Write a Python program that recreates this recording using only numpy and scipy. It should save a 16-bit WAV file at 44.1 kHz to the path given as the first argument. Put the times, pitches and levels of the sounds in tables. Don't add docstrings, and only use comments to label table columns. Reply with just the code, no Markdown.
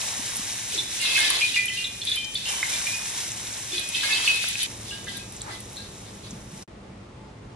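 import sys
import numpy as np
from scipy import signal
from scipy.fft import rfft, irfft, next_fast_len
from scipy.io import wavfile
from scipy.ndimage import uniform_filter1d

SR = 44100
rng = np.random.default_rng(int(sys.argv[2]) if len(sys.argv) > 2 else 0)


def bounce(signal):
    frames = np.transpose(np.atleast_2d(signal))
    limited = np.clip(frames, -1, 1)
    pcm = np.round(limited * 32767).astype(np.int16)
    wavfile.write(sys.argv[1], SR, pcm)


N = 333332
T, FFT_SIZE = np.arange(N) / SR, next_fast_len(N)
HZ = np.fft.rfftfreq(FFT_SIZE, 1 / SR)

# f/Hz, level/dB
AIR_COLOUR = [(15, -54), (32, -20), (48, -6.5), (75, -9), (111, -3.5), (166, -8.5), (317, -10), (377, -11),
              (858, -18), (924, -20), (1130, -18.5), (1600, -25), (2050, -25), (9600, -40.5), (10100, -46),
              (12500, -63)]
CRATE_COLOUR = [(250, -2.5), (500, -5.5), (1000, 1), (1600, -2), (2500, -11.5)]
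GLASS_COLOUR = [(710, -54), (1400, -16), (1750, -9), (2180, -5.5), (2460, -6.5), (2660, -0.5), (2730, -6),
                (3560, 3.5), (4960, -3), (10400, -6.5), (11500, -1.5), (15000, -67)]
FROTH_COLOUR = [(250, -38), (500, -5), (900, 2), (1500, -6.5), (2500, -7), (4000, -34)]
FIZZ_COLOUR = [(710, -62), (1200, -21.5), (1500, -8), (1770, -6), (2280, -3.5), (3460, -4), (3730, -0.5),
               (4650, -7), (5050, -3.5), (5550, 1), (8340, -2.5), (11500, -3.5), (15000, -14)]
# f/Hz, width/Hz, level/dB
FAN_TONES = [(56.5, 24, -13), (109.4, 12.4, -6.5), (199.7, 20, -10.5), (870, 8.2, -17.5)]
# t/s, level/dB, f/Hz, decay/s
THUDS = [(0.194, -28.5, 230, 0.064), (0.395, -28.5, 227, 0.027), (0.73, -32, 472, 0.22),
         (0.752, -28, 357, 0.18), (3.716, -30, 359, 0.32), (6.327, -25.5, 191.6, 0.19),
         (6.528, -30.5, 160, 0.15)]
KNOCKS = [(0.7776, -15.5, 3785, 0.17), (1.053, -13, 3590, 0.08), (1.163, -13, 2290, 0.12),
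          (1.178, -15.5, 1754, .14), (1.245, -16, 3700, .16), (1.305, -21, 1100, 0.13),
          (1.4102, -12.5, 2690, 0.056), (1.5628, -16, 2460, 0.046), (1.6813, -13, 2780, 0.09),
          (1.8425, -16.5, 3700, 0.13), (2.0157, -19.5, 3700, 0.055), (2.0718, -14, 3700, 0.14),
          (2.1172, -12, 3710, 0.13), (2.168, -27, 2020, 0.015), (2.3551, -16.5, 3990, 0.068),
          (2.6299, -20, 1970, 0.035), (2.8698, -19, 2450, .05), (3.7794, -14.5, 3650, 0.12),
          (3.9455, -14.5, 3355, 0.11), (4.008, -17, 3900, .1), (4.035, -20, 1710, .03),
          (4.125, -13.5, 4300, .12), (4.2762, -13, 2590, 0.043), (4.442, -16.5, 1510, 0.0069),
          (5.07, -27, 1840, 0.12), (5.082, -23, 3320, 0.118), (5.4084, -27, 4020, 0.05),
          (5.767, -26, 3930, 0.307)]
RINGS = [(0.788, -20, 3525, 0.089), (1.0, -30, 2800, 0.36), (1.02, -34, 2122, 0.93),
         (1.05, -30, 2601, 0.95), (1.152, -17, 2595, 0.13), (1.196, -21.5, 2142, 0.17),
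         (1.228, -30, 1740, 0.59), (1.417, -17.5, 2446, 0.18), (1.419, -29, 2525, .9),
         (1.543, -20, 2830, 0.052), (1.562, -12.5, 2453, 0.065), (1.563, -18.5, 2400, 0.26),
         (1.565, -28, 2455, .45), (1.568, -23.5, 2007, 0.25), (1.685, -34.5, 3110, 0.53),
         (1.7, -27, 2006, 0.18), (1.773, -24.5, 2792, 0.25), (1.78, -33.5, 2450, 0.62),
         (1.844, -31, 3470, 0.15), (2.069, -36.5, 2430, 0.55), (2.015, -31, 3450, 0.18),
         (2.07, -24, 3475, 0.081), (2.116, -18, 3480, 0.067), (2.162, -27, 3090, 0.5),
         (2.164, -32, 2420, 0.45), (2.353, -19, 3486, 0.058), (2.355, -35.5, 3720, 0.44),
         (2.456, -25.5, 2796, 0.13), (2.457, -30, 3064, 0.98), (2.51, -33, 2365, 0.2),
         (2.629, -10.5, 2100, 0.019), (2.723, -31.5, 2365, 0.23), (2.868, -19, 2387, 0.038),
         (2.875, -29, 2407, 0.29), (2.931, -26, 2477, 0.2), (3.72, -26, 3510, 0.086),
         (3.733, -35.5, 2504, .9), (3.949, -27, 2624, 0.38), (4.033, -26, 1643, 0.082),
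         (4.09, -34.5, 1731, 0.42), (4.04, -29, 2150, 0.45), (4.097, -29, 2170, 0.17),
         (4.107, -25, 2601, 0.35), (4.159, -32.5, 3235, 0.79), (4.273, -18, 2894, 0.11),
         (4.277, -18, 2550, 0.51), (4.277, -15, 2620, 0.1), (4.48, -31.5, 3437, 0.15),
         (4.555, -17, 2550, 0.014), (4.636, -25.5, 3126, 0.064), (4.91, -29, 2850, 0.088),
         (4.919, -38.5, 1625, 0.18), (4.923, -38, 2950, 0.34), (5.076, -39, 1610, 0.14),
         (5.077, -36, 1995, 0.24), (5.14, -42.5, 1612, 0.31), (5.19, -44, 2540, 0.29),
         (5.506, -40, 2020, 0.2), (5.784, -47, 1620, .2)]
# t/s (at full level), hold/s, level/dB
DRAGS = [(1.05, 0.17, -41), (1.2, 0.2, -39.5), (2.5, 0.34, -50.5), (4.05, 0.29, -40.5),
         (5.48, 0.034, -37.5)]
SHAKES = [(.74, 0.0077, -31.5), (.93, .06, -40), (1.03, 0.11, -25.5), (1.16, 0.061, -23.5),
          (1.24, 0.096, -25), (1.36, 0.13, -28), (1.56, 0.0051, -27), (1.74, 0.081, -35),
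          (2.07, 0.059, -33), (2.14, 0.0052, -32), (2.37, 0.013, -35), (2.45, 0.012, -32),
          (2.74, 0.0076, -33.5), (3.74, 0.048, -31), (3.96, 0.0052, -27), (4.04, 0.015, -25.5),
          (4.11, 0.068, -26), (4.25, 0.054, -25.5), (4.35, .02, -30), (4.42, 0.06, -30.5),
          (4.49, 0.017, -33.5), (4.6, 0.023, -27.5), (4.88, 0.09, -40), (5.09, 0.082, -38.5),
          (5.52, 0.0092, -38), (5.78, 0.077, -46.5), (6.065, 0.011, -49.5), (6.25, 0.021, -45)]
FLARES = [(0, 0.023, -28.5), (.95, 0.25, -32), (2.5, 0.022, -32.5), (2.75, 0.043, -29), (4.0, 0.23, -34.5),
          (4.35, 0.37, -36), (4.67, 0.022, -40), (5.6, .05, -46), (6.59, 0.036, -49)]
# t/s, level/dB, f/Hz
SPITS = [(0.359, -15, 10100), (0.3688, -10.5, 10200), (0.748, -15, 6100), (1.0154, -11.5, 9250),
         (1.1898, -8.5, 9100), (1.205, -6.5, 9500), (1.3028, -3, 9900), (1.6576, -13, 10100),
         (2.0524, -17, 10000), (2.098, -18, 9500), (2.159, -12, 10350), (2.246, -13, 5650),
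         (2.3463, -18.5, 9600), (2.9456, -16, 5570), (3.101, -21, 8000), (3.319, -15, 6900),
         (3.528, -17, 7040), (3.7953, -13, 10000), (3.89, -12, 10000), (4.36, -16, 10000),
         (4.487, -10, 10300), (4.6232, -16, 9100), (4.6322, -6.5, 10400), (4.882, -29, 10500),
         (5.0445, -23, 7000), (5.095, -29, 8600), (5.12, -27, 7000), (5.1716, -19, 10800),
         (5.178, -27, 8500), (5.365, -23, 7150), (5.3236, -23.5, 9800), (5.418, -16, 8200),
         (5.6043, -22, 10000), (6.018, -34, 10500), (6.3083, -22.5, 6700), (6.625, -28, 5560)]
# f/Hz, likeness/(0 to 1)
NEAR_LIKENESS = [(100, 0.84), (400, 0.23), (1500, 1), (4000, 0.31), (8000, 0.75), (12000, 0.88)]
FAR_LIKENESS = [(30, 0.98), (100, .98), (300, 0.93), (700, 0.034), (2000, 0.17), (5000, 0.12),
                (12000, 0.066)]
# f/Hz, phase/rad
TRAY_LEAD = [(1000, -2), (3000, 0.7), (6000, -1.75), (10000, -2), (13000, -3.5)]
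# f/Hz, level/dB
SPIT_TREBLE = [(11500, -0.5), (13000, -18)]
REST_TREBLE = [(11500, 0), (11900, -8), (12200, -28), (13500, -40)]

POUR_S, POUR_SPREAD_S = 2.44, 0.06
MOVE_S = 4.665
GAP_S, BACK_S = 6.631, 6.677


def amp(db):
    return 10 ** (np.asarray(db) / 20)


def unit_power(x):
    return x / np.sqrt(np.mean(x ** 2) + 1e-20)


def curve(points, hz=HZ):
    f, value = np.transpose(points)
    return np.interp(np.log(hz + 1), np.log(f + 1), value)


def to_sound(spectrum):
    return irfft(spectrum, FFT_SIZE)[..., :N]


def add(mix, start_s, sound):
    part = mix[..., round(start_s * SR):][..., :sound.shape[-1]]
    part += sound[..., :part.shape[-1]]


def stereo(pair, colour, likeness, lead_rad=0):
    shared, separate = rfft(pair, FFT_SIZE) * amp(curve(colour))
    alike = np.clip(curve(likeness), 0, 1)
    left = shared * np.exp(1j * lead_rad)
    right = alike * shared + np.sqrt(1 - alike ** 2) * separate
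    return unit_power(to_sound([left, right]))


def grains(low_hz, high_hz, cycles, per_s, spread_db, pitches=16):
    spectrum = 0
    for hz in np.geomspace(low_hz, high_hz, pitches):
        turns = np.arange(int(3 * cycles * SR / hz)) * hz / SR
        grain = turns * np.exp(-3 * turns / cycles) * np.sin(2 * np.pi * turns)
        count = int(per_s * N / SR / pitches)
        starts = rng.integers(0, N, (2, 3000))[:, :count]
        sizes = amp(spread_db * np.minimum(rng.exponential(1, (2, 3000)), 5))[:, :count]
        clicks = np.zeros((2, FFT_SIZE), np.float32)
        np.put_along_axis(clicks, starts, sizes, 1)
        spectrum += np.sqrt(hz) * rfft(clicks) * rfft(grain / np.linalg.norm(grain), FFT_SIZE)
    return unit_power(to_sound(spectrum))


def flutter(span_s, depth_db):
    slow = uniform_filter1d(rng.standard_normal(N // 64 + 2), max(round(span_s * SR / 64), 1))
    return amp(depth_db * np.interp(np.arange(N) / 64, np.arange(len(slow)), unit_power(slow)))


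def swell(rows, rise_db_per_s, fall_db_per_s):
    t, power = T[::32], 0
    for full_s, hold_s, db in rows:
        rise_db = rise_db_per_s * np.maximum(full_s - t, 0)
        fall_db = fall_db_per_s * np.maximum(t - full_s - hold_s, 0)
        same_side = (t > MOVE_S) == (full_s > MOVE_S)
        power += amp(db - rise_db - fall_db) ** 2 * same_side
    return np.interp(T, t, np.sqrt(abs(uniform_filter1d(power, size=9))))


def ping(hz, decay_s, rise_s, shape=1):
    t = np.arange(int(decay_s * SR) + 50) / SR
    level = amp(-60 * (t / decay_s) ** shape) * (1 - np.exp(-t / rise_s))
    return level * np.exp(2j * np.pi * hz * t)


def room_echoes(sound, decay_s):
    t = np.arange(int(0.6 * SR)) / SR
    signs = rng.choice([-1., 1.], (2, len(t)))
    arrives = (rng.random((2, len(t))) < 0.05) * (t > 0.004)
    echoes = signs * arrives * amp(-60 * t / decay_s)
    return signal.fftconvolve(sound, echoes / np.linalg.norm(echoes[0]), axes=1)[:, :N]


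def kitchen_fan():
    air = stereo(rng.standard_normal((2, N)), AIR_COLOUR, FAR_LIKENESS) * flutter(0.091, 0.58)
    noise = rfft(rng.standard_normal(FFT_SIZE))
    hum = 0
    for hz, width_hz, db in FAN_TONES:
        narrow_band = noise / (1 + (2 * (HZ - hz) / width_hz) ** 2)
        hum += amp(db) * unit_power(to_sound(narrow_band))
    nearer = T > MOVE_S
    level_db = -48 + 4 * nearer - 0.55 * (T > BACK_S)
    return (air + hum * amp(np.where(nearer, 0, -1.5))) * amp(level_db)


def worktop_thuds():
    out = np.zeros(N)
    for start_s, db, hz, decay_s in THUDS:
        pitches = hz * (1 + 0.198 * np.append(0, rng.uniform(-0.82, 1, 8)))
        thud = sum(ping(f, decay_s, rise_s=0.068 * decay_s) for f in pitches)
        add(out, start_s, amp(db) * thud.imag / 4.5)
    return out


def from_crate(pair, colour, left_early_s=0.000322):
    return stereo(pair, colour, [(300, 1.0), (700, 0.16)], 2 * np.pi * HZ * left_early_s)


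def crate_scrape():
    catches = grains(309, 2300, cycles=4.2, per_s=4000, spread_db=0.5)
    return from_crate(catches, CRATE_COLOUR) * swell(DRAGS, rise_db_per_s=268, fall_db_per_s=219)


def bottle_rattle(ring_width_hz=4.8, large_below_hz=3300):
    chinks = grains(1496, 5187, cycles=60, per_s=2000, spread_db=3, pitches=48)
    taps = grains(1320, 10480, cycles=5.7, per_s=6000, spread_db=0.5)
    rattle = from_crate(0.63 * taps + 0.57 * chinks, GLASS_COLOUR)
    rattle *= swell(SHAKES, rise_db_per_s=347, fall_db_per_s=150)
    resonances = sum((-1) ** k / (1 + 2j * (HZ - hz) / ring_width_hz)
                     for k, (_, _, hz, _) in enumerate(RINGS) if hz < large_below_hz)
    ringing = to_sound(rfft(rattle, FFT_SIZE) * resonances)
    return rattle + amp(7) * ringing * (T < MOVE_S)


def bottle_knocks():
    out = np.zeros((2, N))
    for start_s, db, hz, decay_s in KNOCKS:
        spread = min(0.0528 + 0.00688 / decay_s, 0.6)
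        knock = 0
        for detune, skew in rng.uniform(-0.987, 1, (24, 2)):
            tone = ping(hz * (1 + spread * detune), decay_s, rise_s=0.0017)
            knock += np.outer([1, np.exp(1.2j * skew)], tone)
        add(out, start_s, amp(db - 2) * knock.imag / abs(knock).max())
    return out


def bottle_rings():
    out = np.zeros((2, N))
    placings = rng.uniform(-1, 1, (len(RINGS), 2))
    jostle = flutter(0.015, 2.2)
    for (start_s, db, hz, decay_s), (pan, skew) in zip(RINGS, placings):
        sides = amp([1.4 * pan, -1.5 * pan]) * [1, np.exp(0.7j * skew)]
        ring = ping(hz, min(decay_s, 0.9), rise_s=0.00018, shape=1.316)
        ease_in = np.minimum(np.arange(len(ring)) / 900, 1)
        touches = np.resize(jostle[round(start_s * SR):], len(ring)) ** ease_in
        add(out, start_s, amp(db) * np.outer(sides, ring * touches).imag)
    return out


def bottle_clinks():
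    hits = bottle_knocks() + bottle_rings()
    before_move = T < MOVE_S
    echoes = room_echoes(hits * before_move, decay_s=0.57) * before_move
    echoes += room_echoes(hits * ~before_move, decay_s=0.34)
    return 0.84 * hits + amp(-6.5) * echoes


def second_ladle():
    return np.clip((T - POUR_S) / POUR_SPREAD_S, 0, 1)


def oil_froth(first_fade_db_per_s=8.5, second_fade_db_per_s=6):
    bubbles = grains(340, 2970, cycles=5.4, per_s=2500, spread_db=2)
    first = amp(-first_fade_db_per_s * T)
    second = second_ladle() * amp(-second_fade_db_per_s * (T - POUR_S))
    sides = amp([[4], [-4]])
    return amp(-43.5) * stereo(bubbles, FROTH_COLOUR, FAR_LIKENESS) * (first + second) * sides


def oil_sizzle():
    hiss = rng.standard_normal((2, N))
    bursts = grains(1210, 14000, cycles=2.1, per_s=3000, spread_db=-1)
    crackle = grains(3000, 11500, cycles=3, per_s=120, spread_db=3, pitches=8) * flutter(0.09, 4)
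    blend = 0.75 * hiss + 0.6 * bursts + 0.13 * crackle
    fizz = stereo(blend, FIZZ_COLOUR, NEAR_LIKENESS, curve(TRAY_LEAD)) * flutter(0.07, 1.15)
    rates = dict(rise_db_per_s=20, fall_db_per_s=8.5)
    first = swell([row for row in FLARES if row[0] < POUR_S], **rates)
    second = swell([row for row in FLARES if row[0] > POUR_S], **rates)
    return fizz * np.hypot(first, second_ladle() * second)


def oil_spits(spray_decay_s=0.05):
    out = np.zeros((2, N))
    t = np.arange(80) / SR
    from_peak_s = t - 0.0007
    spray_fade = amp(-60 * np.arange(700) / SR / spray_decay_s)
    for start_s, db, hz in SPITS:
        pip = np.exp(-(from_peak_s / 0.0002) ** 2 + 2j * np.pi * hz * t)
        tick = np.exp(-(from_peak_s / 0.00007) ** 2 + 2j * np.pi * 0.7 * hz * t)
        snap = pip + 0.35 * tick
        spray = rng.standard_normal(len(spray_fade)) * spray_fade
        spit = 0.23 * signal.convolve(spray, snap) / np.linalg.norm(snap)
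        add(spit, 0, snap)
        sides = [np.exp(1j * curve(TRAY_LEAD, hz)), 1]
        add(out, start_s - 0.0005, amp(db) * np.outer(sides, spit).real)
    return out


def scene():
    oil = (oil_sizzle() + oil_froth()) * (T < BACK_S)
    bottles = bottle_rattle() + crate_scrape() + bottle_clinks()
    rest = oil + bottles + worktop_thuds() + kitchen_fan()
    rest_spectrum = rfft(rest, FFT_SIZE) * amp(curve(REST_TREBLE))
    spit_spectrum = rfft(oil_spits(), FFT_SIZE) * amp(curve(SPIT_TREBLE))
    return to_sound(rest_spectrum + spit_spectrum)


def record(dry):
    fade_db_per_s, top_hz = 1508, 16000
    gap_db = -fade_db_per_s * np.maximum(T - GAP_S, 0) * (T < BACK_S)
    low_pass = signal.firwin(511, top_hz, window=("kaiser", 9), fs=SR)
    return signal.oaconvolve(dry * amp(gap_db), low_pass[None], "same")


dry = scene()
out = record(dry)
bounce(out)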